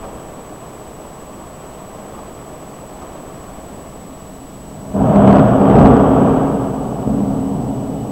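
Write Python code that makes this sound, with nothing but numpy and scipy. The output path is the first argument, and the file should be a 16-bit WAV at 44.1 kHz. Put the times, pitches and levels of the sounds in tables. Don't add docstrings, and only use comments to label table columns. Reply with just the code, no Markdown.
import sys
import numpy as np
from scipy import signal
from scipy.fft import rfft, irfft, next_fast_len
from scipy.io import wavfile
from scipy.ndimage import uniform_filter1d, map_coordinates

SR = 44100
rng = np.random.default_rng(int(sys.argv[2]) if len(sys.argv) > 2 else 0)


def wav_record(signal):
    frames = np.transpose(np.atleast_2d(signal))
    bounded = np.clip(frames, -1, 1)
    quanta = np.round(bounded * 32767).astype(np.int16)
    wavfile.write(sys.argv[1], SR, quanta)


N = 357651

# (time [s], peak level [dB])
THUMP_FRONTS = [(4.946, -22), (5.282, -3), (5.37, -5), (5.389, -3), (5.755, 0.5), (5.81, -2), (5.859, -3.5),
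                (6.599, -14), (7.075, -7), (7.14, -13), (7.191, -7), (7.205, -7), (7.692, -14)]
# (time [s], peak level [dB])
WINDOW_DROPS = [(0.038, -20.5), (1.052, -24), (1.645, -32), (2.184, -24), (3.019, -24), (3.154, -23.5)]
# (frequency [Hz], width [Hz], near level [dB], far level [dB])
ROOM_MODES = [(31, 22, -5, -13), (51, 14, -4, -11), (65.8, 9, -2, 2), (91.4, 4.4, 0.5, -17),
              (120, 5.2, -3, -8), (127, 20, -6, -0.5), (157, 10.7, -2.5, -3), (198.4, 7.2, 9, 5),
              (220.7, 21, -20, -3), (265.1, 11.4, -0.5, 4)]
# (frequency [Hz], width [Hz], near level [dB], far level [dB])
PANE_MODES = [(417, 20, -15, -3), (453.4, 26, -10, -1), (586, 9.3, -11, -10), (630, 47, 2.5, -28.5),
              (967, 21, -3.5, -1.5), (1150, 54, -17, -3)]
# (frequency [Hz], width [Hz], level [dB])
RING_MODES = [(2820, 40, -10), (2966, 70, 3), (3320, 60, -9)]

# (frequency [Hz], level [dB])
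SUB_SPECTRUM = [(8, -21), (20, -26), (40, 14), (92, 15.5), (110, 20.5), (160, -61), (600, -120)]
BOOM_SPECTRUM = [(70, -30), (105, -7), (145, 0), (275, -1), (325, -10.5), (420, -22.5), (700, -77),
                 (2500, -120)]
ROAR_SPECTRUM = [(230, -38), (345, -3.5), (400, -1), (500, -3.5), (720, -1.5), (850, -7.5), (960, -13.5),
                 (1150, -29.5), (1800, -58), (5000, -120)]
TEAR_SPECTRUM = [(600, -41.5), (950, -3.5), (1150, -1), (1350, -4.5), (1600, -12.5), (2000, -22.5),
                 (2400, -23.5), (3000, -23.5), (3400, -26.5), (3900, -40.5), (6000, -51), (12000, -87)]
# (frequency [Hz], level [dB])
WASH_SPECTRUM = [(150, -23), (300, -5.5), (420, -5), (530, -6), (630, -5), (780, -6.5), (930, -15),
                 (1200, -26), (2000, -71), (6000, -110)]
PATTER_SPECTRUM = [(600, -23.5), (950, -3.5), (1150, -3), (1300, -9), (1500, -14.5), (1800, -16.5),
                   (2400, -21), (3100, -21.5), (3500, -25), (4000, -45), (8000, -39.5)]
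MURMUR_SPECTRUM = [(10, 3.5), (30, -2), (52, 1), (78, -1.5), (110, -3.5), (150, 2), (210, -1), (270, -1),
                   (340, -8), (600, -57), (2500, -110)]
# (frequency [Hz], level [dB])
HISS_SPECTRUM = [(100, 16), (2000, 2.5), (3900, 0), (5000, -1.5), (6000, -0.5), (7200, -2), (9000, -1.5),
                 (11000, -3.5), (15800, -4), (18000, -21)]
# (frequency [Hz], level [dB])
SHOVE_SPECTRUM = [(30, -11), (120, -6), (280, -4.5), (450, -3), (800, -22), (1400, -43), (3000, -46),
                  (9000, -120)]
SPLAT_SPECTRUM = [(150, -2.5), (600, 3.5), (1200, -2), (1800, -21.5), (3200, -23.5), (6000, -30.5),
                  (14000, -55)]

# (time of the top [s], half width to 1/e [s], rise of the wash [dB])
RAIN_GUSTS = [(0.0, 0.29, 3.0), (2.15, 0.39, 1.1), (3.15, 0.34, 0.8)]
# (start [s], rise [s], hold [s], fade [dB/s], sub-bass level [dB], boom level [dB], roar level [dB])
THUNDER_PEALS = [(4.58, 0.34, .06, 33, -38, -32.5, -35.5), (4.939, 0.012, 0.22, 34, -25.5, -15, -21),
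                 (4.939, 0.33, .11, 43, -25, -7.5, -11), (5.385, .37, .16, 26, -22, -9, -11),
                 (5.723, 0.078, .07, 120, -16, -10, -21), (5.965, .25, 0.04, 21.5, -27.5, -13, -16),
                 (6.275, 0.83, 0.24, 4.5, -37, -23.5, -27), (7.062, 0.0089, 0.016, 11.5, -30.5, -16.3, -39)]

MURMUR_DB, WASH_DB, PATTER_DB, DRIFT_DB = -38.5, -36.5, -43, 0.22
EASE_FROM_S, EASE_TO_S, WASH_EASE_DB, PATTER_EASE_DB = 3.7, 4.4, 2.5, 4.5
TEAR_DB, TEAR_LAG_S = -12.5, 0.032
FAR_FROM_S, AIR_LOSS_DB_PER_S = 6.4, 4.5
FLUTTER_DB, FLUTTER_RATE = 0.28, 24
SCAN_HZ, TOP_HZ = 15734.2, 15900


def amp(db):
    return 10 ** (np.asarray(db) / 20)


def unit(x):
    return x / np.sqrt(np.mean(x ** 2) + 1e-20)


def steady(x, span):
    width = max(int(span * SR), 2)
    power = uniform_filter1d(uniform_filter1d(x ** 2, width), width)
    return x / np.sqrt(np.abs(power) + 1e-20)


def ramp(start, end):
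    return np.interp(np.arange(N) / SR, [start, end], [0, 1])


def wobble(rate):
    knots = rng.standard_normal(1024)
    return map_coordinates(knots, [np.arange(N) * rate / SR], mode="wrap")


def filtered(x, response):
    size = next_fast_len(N + SR // 2)
    spectrum = rfft(x, size) * response(np.fft.rfftfreq(size, 1 / SR))
    return irfft(spectrum, size)[:N]


def coloured(x, spectrum, size=16384):
    hz, db = np.transpose(spectrum)
    log_grid = np.log(np.fft.rfftfreq(size, 1 / SR) + 1)
    gain = amp(np.interp(log_grid, np.log(hz), db))
    cepstrum = irfft(np.log(gain))
    cepstrum[1:size // 2] *= 2
    cepstrum[size // 2 + 1:] = 0
    impulse_response = irfft(np.exp(rfft(cepstrum)))
    return signal.fftconvolve(x, impulse_response)[:len(x)]


def resonances(x, modes, direct):
    def response(f):
        ringing = sum(amp(db) * 1j * f * width / (hz * hz - f * f + 1j * f * width)
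                      for hz, width, db in modes)
        return direct + ringing
    return filtered(x, response)


def driven(x, modes, direct, distance):
    near = resonances(x, [(hz, width, db) for hz, width, db, _ in modes], direct)
    far = resonances(x, [(hz, width, db) for hz, width, _, db in modes], direct)
    return (1 - distance) * near + distance * far


def impulses(rate, diffuse):
    pulses = (rng.random(N) < rate / SR) * rng.standard_normal(N)
    return unit(unit(pulses) + diffuse * rng.standard_normal(N))


def strikes(rows, spectrum, scatter, t60):
    out, t = np.zeros(N + SR), np.arange(SR // 3) / SR
    for start, peak_db in rows:
        push = scatter * rng.standard_normal(len(t)) * amp(-60 * t / t60)
        push[0] -= 1
        hit = coloured(push, spectrum)
        out[round(start * SR):][:len(t)] += amp(peak_db) * hit / np.abs(hit).max()
    return out[:N]


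def camera():
    t = np.arange(N) / SR
    frame_rate = SCAN_HZ / 525
    odd_frame = np.floor((t - .063) * frame_rate) % 2
    odd_frame = uniform_filter1d(odd_frame, size=40)
    whine = amp(-43.5 - 4.6 * odd_frame) * np.sin(np.pi * SCAN_HZ * t - 1.6 * odd_frame)
    line_tone = amp(-64) * np.sin(2 * np.pi * SCAN_HZ * t)
    extra_tone = amp(-68.0) * np.sin(2 * np.pi * 9834 * t)
    hiss = amp(-46.5) * unit(coloured(rng.standard_normal(N), HISS_SPECTRUM))
    return whine + line_tone + extra_tone + hiss


def rain():
    t, easing = np.arange(N) / SR, ramp(EASE_FROM_S, EASE_TO_S)
    wash = coloured(impulses(rate=2500, diffuse=0.91), WASH_SPECTRUM)
    wash = driven(wash, PANE_MODES, direct=2.2, distance=0.36)
    patter = coloured(impulses(rate=1300, diffuse=1.0), PATTER_SPECTRUM)
    murmur = coloured(rng.standard_normal(N), MURMUR_SPECTRUM)
    murmur = driven(murmur, ROOM_MODES, direct=1.5, distance=0.87)
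    gust_db = sum(db * np.exp(-((t - top) / width) ** 2) for top, width, db in RAIN_GUSTS)
    gust_db = gust_db + DRIFT_DB * wobble(3.84)
    wash_db = WASH_DB + gust_db - WASH_EASE_DB * easing
    patter_db = PATTER_DB + .9 * gust_db - PATTER_EASE_DB * easing
    murmur_db = MURMUR_DB + 0.9 * gust_db + 2.2 * ramp(3.1, 3.6)
    drops = amp(wash_db) * unit(wash) + amp(patter_db) * unit(patter)
    return drops + amp(murmur_db) * steady(murmur, span=0.11)


def high_ring():
    ring = resonances(rng.standard_normal(N), RING_MODES, direct=0)
    return amp(-59.0) * ramp(2.5, 6.4) * unit(ring)


def whistle():
    swell = ramp(2.12, 2.15) * (1 - ramp(2.195, 2.215))
    tone = resonances(rng.standard_normal(N), [(1205, 12, 0)], direct=0)
    return amp(-43) * swell * steady(tone, span=.05)


def spatters():
    return strikes(WINDOW_DROPS, SPLAT_SPECTRUM, scatter=.2, t60=0.15)


def thumps():
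    shoves = strikes(THUMP_FRONTS, SHOVE_SPECTRUM, scatter=0.026, t60=0.066)
    return driven(shoves, ROOM_MODES, direct=0.63, distance=ramp(6.4, 5.75))


def peals():
    t, power = np.arange(N) / SR, np.zeros((3, N))
    for start, rise, hold, fade, *levels_db in THUNDER_PEALS:
        decay = amp(-fade * np.maximum(t - start - rise - hold, 0))
        shape = ramp(start, start + rise) * decay
        power += (amp(levels_db)[:, None] * shape) ** 2
    return np.sqrt(power)


def tearing(roar_gain):
    keep = np.exp(-1 / (TEAR_LAG_S * SR))
    loss_db = AIR_LOSS_DB_PER_S * np.maximum(np.arange(N) / SR - FAR_FROM_S, 0)
    lagging = signal.lfilter([1 - keep], [1, -keep], roar_gain)
    return amp(TEAR_DB - loss_db) * lagging


def thunder():
    sub_gain, boom_gain, roar_gain = peals()
    second_peal, far_roll = ramp(5.49, 5.64), ramp(6.7, 5.8)
    sub = coloured(impulses(rate=300, diffuse=0.47), SUB_SPECTRUM)
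    sub = driven(sub, ROOM_MODES, direct=0.36, distance=far_roll)
    boom = coloured(impulses(rate=800, diffuse=1.0), BOOM_SPECTRUM)
    boom = driven(boom, ROOM_MODES, direct=0.09, distance=second_peal)
    pane_distance = 0.65 * second_peal + 0.46 * far_roll
    fronts = driven(impulses(rate=3000, diffuse=0.95), PANE_MODES, direct=1.27, distance=pane_distance)
    roar = steady(coloured(fronts, ROAR_SPECTRUM), span=0.055)
    tear = steady(coloured(fronts, TEAR_SPECTRUM), span=0.14)
    rumble = sub_gain * steady(sub, span=0.068) + boom_gain * steady(boom, span=0.053)
    crash = roar_gain * roar + tearing(roar_gain) * tear
    return amp(FLUTTER_DB * wobble(FLUTTER_RATE)) * (rumble + crash)


def scene():
    return (rain() + spatters() + whistle() + thunder() + thumps() + high_ring())[None]


def record(dry):
    clipped = dry[0] / (1 + np.abs(dry[0]) ** 60) ** (1 / 60)
    dulled = filtered(clipped, lambda hz: 1 / np.sqrt(1 + (hz / 10500) ** 8))
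    return filtered(dulled + camera(), lambda hz: hz < TOP_HZ)[None]


dry = scene()
out = record(dry)
wav_record(out)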